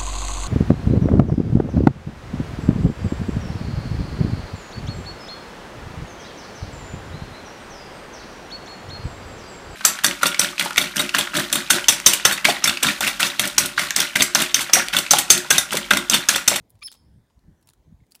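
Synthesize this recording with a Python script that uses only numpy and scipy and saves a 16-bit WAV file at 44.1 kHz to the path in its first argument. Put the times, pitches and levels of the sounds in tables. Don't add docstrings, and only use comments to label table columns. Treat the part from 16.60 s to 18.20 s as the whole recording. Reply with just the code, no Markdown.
import sys
import numpy as np
from scipy import signal
from scipy.fft import rfft, irfft
from scipy.io import wavfile
from scipy.ndimage import uniform_filter1d

SR = 44100
rng = np.random.default_rng(int(sys.argv[2]) if len(sys.argv) > 2 else 0)


def persist_wave(psi):
    counts = np.round(np.clip(psi, -1, 1) * 32767).astype(np.int16)
    wavfile.write(sys.argv[1], SR, np.atleast_2d(counts).T)


N = 70560


def amp(db):
    return 10 ** (np.asarray(db) / 20)


def unit(x):
    return x / np.sqrt(np.mean(x ** 2) + 1e-20)


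def read(curve, hz):
    f, db = np.transpose(curve)
    return np.interp(np.log(hz + 1), np.log(f + 1), db)


def colour(x, curve):
    return irfft(rfft(x) * amp(read(curve, np.fft.rfftfreq(len(x), 1 / SR))), len(x))


def add(mix, start, sound):
    part = mix[max(round(start * SR), 0):][:len(sound)]
    part += sound[:len(part)]


def wander(size, hz):
    f = np.fft.rfftfreq(N, 1 / SR)
    return unit(irfft(rfft(rng.standard_normal(N)) / (1 + (f / hz) ** 4), N))[:size]


def wind():
    # t/s, level/dB
    gusts = [(0, -49), (0.034, -62.5), (.074, -70), (0.153, -59.5), (0.213, -64), (.258, -61.5),
             (.31, -75.5), (.42, -58.5), (0.483, -53.5), (0.576, -52), (.622, -61.5), (.68, -73),
             (0.744, -70), (.778, -55.5), (0.809, -71), (0.877, -46.5), (.926, -52.5), (.966, -67.5),
             (1.02, -69), (1.089, -60), (1.14, -72.5), (1.204, -54.5), (1.23, -70.5), (1.282, -50.5),
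             (1.344, -56.5), (1.375, -62), (1.418, -52.5), (1.466, -75.5), (1.6, -69.5)]
    # f/Hz, level/dB
    gust_eq = [(15, -33), (30, 1.5), (45, -18), (60, 4), (100, -3), (165, -1.5), (240, -11.5), (350, -20),
               (500, -38.5), (1000, -54), (3000, -86)]
    # f/Hz, level/dB
    lull_eq = [(15, -28), (30, -13.5), (50, 3.5), (90, -3), (140, -2.5), (220, -16.5), (400, -33.5),
               (1000, -20), (3000, -94)]
    lull_db, strong_db, trim_db = -62, -51.5, -0.5
    db = np.interp(np.arange(N) / SR, *np.transpose(gusts))
    strength = np.clip((db - lull_db) / (strong_db - lull_db), 0, 1)
    noise = rng.standard_normal(N)
    rumble = strength * unit(colour(noise, gust_eq)) + (1 - strength) * unit(colour(noise, lull_eq))
    running_rms = np.sqrt(uniform_filter1d(rumble ** 2, size=1500) + 1e-6)
    return amp(db + trim_db) * rumble / running_rms


def air():
    # f/Hz, level/dB
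    air_eq = [(120, -18), (200, 1), (821, -13), (986, -18.5), (1980, -19.5), (2650, -24.5), (3620, -23),
              (4430, -26), (6050, -25), (8270, -28), (15100, -32), (16000, -33.5)]
    level_db, patch_db = -69, 2.25
    hz, _, spectra = signal.stft(rng.standard_normal(N), SR, nperseg=1024, noverlap=768)
    patches = uniform_filter1d(rng.standard_normal(spectra.shape), size=14, axis=0)
    patches = unit(uniform_filter1d(patches, size=16, axis=1))
    spectra *= amp(read(air_eq, hz)[:, None] + patch_db * patches)
    return amp(level_db) * unit(signal.istft(spectra, nperseg=1024, noverlap=768)[1][:N])


def claws():
    # t/s, level/dB, decay/s, tilt/(dB per octave)
    taps = [(0.0963, -57, 0.0031, 13), (0.1038, -41, 0.00088, 9), (.153, -63.5, 0.0055, -4.5),
            (.1905, -65, .005, 1), (0.2099, -57.5, 0.0009, -1), (.3166, -35, 0.00089, 1.5),
            (0.3241, -52, 0.00086, 0), (.325, -41, 0.00091, -1.5), (.3266, -43, 0.0019, -1),
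            (0.33, -43, 0.00077, 1), (.339, -51, 0.0044, -1), (0.3415, -50, 0.0012, 3),
            (0.349, -49, 0.00083, -6), (0.3517, -50.5, 0.002, -3.5), (0.3638, -58, .001, -21),
            (.7, -66, 0.011, -10), (0.7918, -67, 0.0014, -1), (1.01, -67, .001, 2), (1.014, -62.5, .001, 9),
            (1.0266, -57.5, 0.0016, -2), (1.031, -59, 0.00056, -5.5), (1.0595, -58, 0.00081, 14),
            (1.0724, -49, .002, 4), (1.080, -55.5, 0.0017, -3), (1.0866, -52, 0.00087, -5),
            (1.0896, -40, .0007, .5), (1.0996, -44, 0.00061, 4), (1.106, -55.5, 0.0016, -6.5),
            (1.135, -46, 0.00064, 3), (1.4045, -73, 0.0018, -5.5), (1.467, -63, .001, 1),
            (1.509, -53, .0008, 5), (1.5137, -52.5, 0.0018, 1.5), (1.5198, -46, 0.0013, 4),
            (1.5215, -43, 0.00048, 0.5), (1.5476, -48.5, 0.0016, -3), (1.552, -32.5, 0.00043, 3),
            (1.5583, -39.5, 0.0014, 9.5), (1.5592, -47.5, 0.00067, -5)]
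    # f/Hz, level/dB
    bark_eq = [(300, -29), (900, 2), (1800, -8), (3000, -0.5), (4500, 2), (6000, -1.5), (8000, 2.5),
               (10500, 3.5), (12500, -5), (15000, -2.5), (16500, -5.5)]
    # t/s, f/Hz, level/dB, decay/s
    twigs = [(0.3246, 4220, -30.5, 0.00051), (.792, 4230, -58, 0.0012), (1.075, 4840, -54, .0012),
             (1.0902, 1190, -58, 0.0017), (1.136, 1350, -53.5, 0.0013), (1.4035, 2150, -60.5, 0.0031),
             (1.437, 2070, -63.5, .005), (1.5203, 4620, -39.5, 0.0012), (1.5522, 2820, -40.5, 0.001)]
    attack_s, crumble_s = 0.00024, 0.0072
    crumble_db, grain_db, patch_db = -19, 2.5, 2
    out, size = np.zeros(N), 2048
    t, hz = np.arange(size) / SR, np.fft.rfftfreq(size, 1 / SR)
    attack = np.minimum(t / attack_s, 1)
    for start, db, decay, tilt in taps:
        patches = unit(uniform_filter1d(rng.standard_normal(len(hz)), size=60))
        spectrum = amp(read(bark_eq, hz) + tilt * np.log2((hz + 500) / 6000) + patch_db * patches)
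        noise = irfft(spectrum * np.exp(2j * np.pi * rng.random(len(hz))))
        grit = unit(noise * amp(grain_db * wander(size, hz=1980)))
        envelope = attack * (np.exp(-t / decay) + amp(crumble_db) * np.exp(-t / crumble_s))
        snap = grit * envelope
        add(out, start, amp(db) * snap * np.linalg.norm(envelope) / np.linalg.norm(snap))
    for start, pitch, db, decay in twigs:
        add(out, start, amp(db) * attack * np.exp(-t / decay) * np.sin(2 * np.pi * pitch * t))
    return out


def trees(x, near_db, far_db):
    # delay/s, level/dB
    limbs = [(.0045, -15), (0.012, -21.5), (.0245, -29.5), (.0415, -22.5), (.048, -32)]
    # f/Hz, gain/dB
    wood_eq = [(500, -9.5), (2300, -6.5), (3500, 2), (5200, 1), (10500, -2), (16000, -3.5)]
    near_t60, far_t60, build_s, echoes_per_s = 0.18, 0.54, 0.0042, 3000
    t = np.arange(SR) / SR
    scatter = rng.choice([-1., 1.], (2, SR)) * (rng.random((2, SR)) < echoes_per_s / SR)
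    tails = scatter * np.minimum(t / build_s, 1) * 1000. ** (-t / np.array([[near_t60], [far_t60]]))
    response = amp([near_db, far_db]) @ (tails / np.linalg.norm(tails, axis=1, keepdims=True))
    for delay, db in limbs:
        add(response, delay, amp([db]))
    return x + colour(signal.fftconvolve(x, response)[:N], wood_eq)


def eddies():
    # centre t/s, f/Hz, level/dB, width/s
    thumps = [(0.154, 98, -47, 0.009), (0.562, 185, -50.5, 0.0063), (.583, 112, -48, 0.005),
              (0.777, 77, -47.5, 0.0049), (0.885, 164, -45, 0.0074), (0.915, 146, -46, 0.0053),
              (1.327, 190, -40, 0.0038), (1.349, 64, -42, 0.005), (1.425, 113, -45, 0.0063)]
    t = np.arange(N) / SR
    out = np.zeros(N)
    for centre, hz, db, width in thumps:
        swell = np.exp(-.5 * ((t - centre) / width) ** 2)
        out += amp(db) * swell * np.sin(2 * np.pi * (hz * (t - centre) + rng.random()))
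    return out


def chip():
    # t/s, f/Hz, level/dB, octave/dB, half pitch/dB (last two re the fundamental)
    contour = [(.216, 4707, -65, -22, 5), (.222, 4728, -58.5, -24, 17), (0.2279, 5043, -50.5, -19, 13.5),
               (0.2289, 4210, -32.5, -31, -6.5), (0.2321, 4840, -47, -16, -2.5),
               (0.2339, 5133, -38.5, -5.5, -2.5), (0.239, 5180, -39, 3, -39), (0.243, 5303, -43.5, -1, -39),
               (0.249, 5262, -37, 0.5, -46), (0.2583, 5288, -33, -6.5, -58), (.262, 5224, -29, -6, -66),
               (0.2658, 5137, -39, -1, -48), (0.2697, 5110, -31, -3.5, -55), (.272, 4740, -35, -2, -57),
               (0.2764, 4510, -40, -9, -10.5), (0.2794, 3504, -42.5, -17, -9.5),
               (0.284, 3160, -38, -10.5, -19.5), (.286, 3200, -39.5, -16, -9.5)]
    # f/Hz, level/dB
    rasp_eq = [(600, -25), (1800, -5), (3300, 4), (4800, -2), (5800, -13), (6800, -1), (8300, -9),
               (10500, -9), (12500, -29), (14000, -14), (16000, -19)]
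    # f/Hz, gain/dB
    beak_eq = [(1000, 0), (5300, 1), (5900, -9.5), (6700, -1.5), (8200, -6.5), (9600, -1.5), (10700, 0.5),
               (12300, -13), (13900, -2), (15500, -2), (16200, -12)]
    fade_s, jitter, rasp_jitter = 0.001168, 0.0027, 0.035
    shimmer_db, flutter_db, hiss_db, blur_rad = 0.5, 2, -10.5, 0.76
    times, *columns = np.transpose(contour)
    t = np.arange(times[0] - fade_s, times[-1] + fade_s, 1 / SR)
    hz, db, octave_db, half_db = (np.interp(t, times, column) for column in columns)
    size = len(t)
    half = amp(half_db)
    octave = amp(octave_db + flutter_db * wander(size, hz=130))
    rasp = np.minimum(2 * half, 1)
    pitch = hz * (1 + (jitter + rasp_jitter * rasp) * wander(size, hz=746))
    phase = 2 * np.pi * np.cumsum(pitch) / SR
    flutter = amp(flutter_db * wander(size, hz=400))
    blur = blur_rad * wander(size, hz=600)
    top = amp(-14.5) * np.sin(3 * phase + blur) + amp(-16) * np.sin(4 * phase + 2 * blur)
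    whistle = np.sin(phase) + octave * np.sin(2 * phase + 0.25 * blur) + flutter * top
    halves = np.sin(phase / 2) + amp(-32) * np.sin(3 * phase / 2)
    quarters = amp(-7.5) * np.sin(phase / 4) + amp(-11) * (np.sin(3 * phase / 4) + np.sin(5 * phase / 4))
    growl = half * (halves + np.minimum(half, 1) * quarters)
    hiss = amp(hiss_db) * (np.sqrt(rasp) + half / 2) * unit(colour(rng.standard_normal(size), rasp_eq))
    fade = np.clip(np.minimum(t - t[0], t[-1] - t) / fade_s, 0, 1)
    envelope = fade * amp(db + shimmer_db * wander(size, hz=198))
    out = np.zeros(N)
    add(out, t[0], envelope * (whistle + growl + hiss))
    return colour(out, beak_eq)


def rustle():
    # f/Hz, level/dB
    rustle_eq = [(900, -30), (1500, 2), (1750, 2), (2050, -11), (2800, -32)]
    centre_s, width_s, level_db = 0.97, 0.084, -78.5
    swell = np.exp(-.5 * ((np.arange(N) / SR - centre_s) / width_s) ** 2)
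    return amp(level_db) * swell * unit(colour(rng.standard_normal(N), rustle_eq))


def far_bird():
    # t/s, length/s, first f/Hz, last f/Hz, level/dB
    whistles = [(.955, .06, 6100, 5770, -82), (1.019, 0.052, 5580, 5410, -79), (1.19, .14, 6610, 5510, -88)]
    waver = 0.007
    out = np.zeros(N)
    for start, length, first, last, db in whistles:
        progress = np.linspace(0, 1, round(length * SR))
        hz = (first + (last - first) * progress) * (1 + waver * wander(len(progress), hz=150))
        swell = np.sqrt(abs(np.sin(np.pi * progress)))
        add(out, start, amp(db) * swell * np.sin(2 * np.pi * np.cumsum(hz) / SR))
    return out


def scene():
    near = trees(chip(), near_db=-17, far_db=-19.5) + trees(claws(), near_db=-24, far_db=-41)
    far = trees(far_bird(), near_db=-9, far_db=-9)
    return (near + far + wind() + eddies() + rustle() + air())[None]


def record(dry):
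    low_cut_hz, high_cut_hz = 32, 16100
    hz = np.fft.rfftfreq(N, 1 / SR)
    high_passed = irfft(rfft(dry) / np.sqrt(1 + (low_cut_hz / (hz + 1)) ** 8), N)
    low_pass = signal.firwin(255, high_cut_hz, window=("kaiser", 8), fs=SR)
    return signal.oaconvolve(high_passed, low_pass[None], "same")


dry = scene()
out = record(dry)
persist_wave(out)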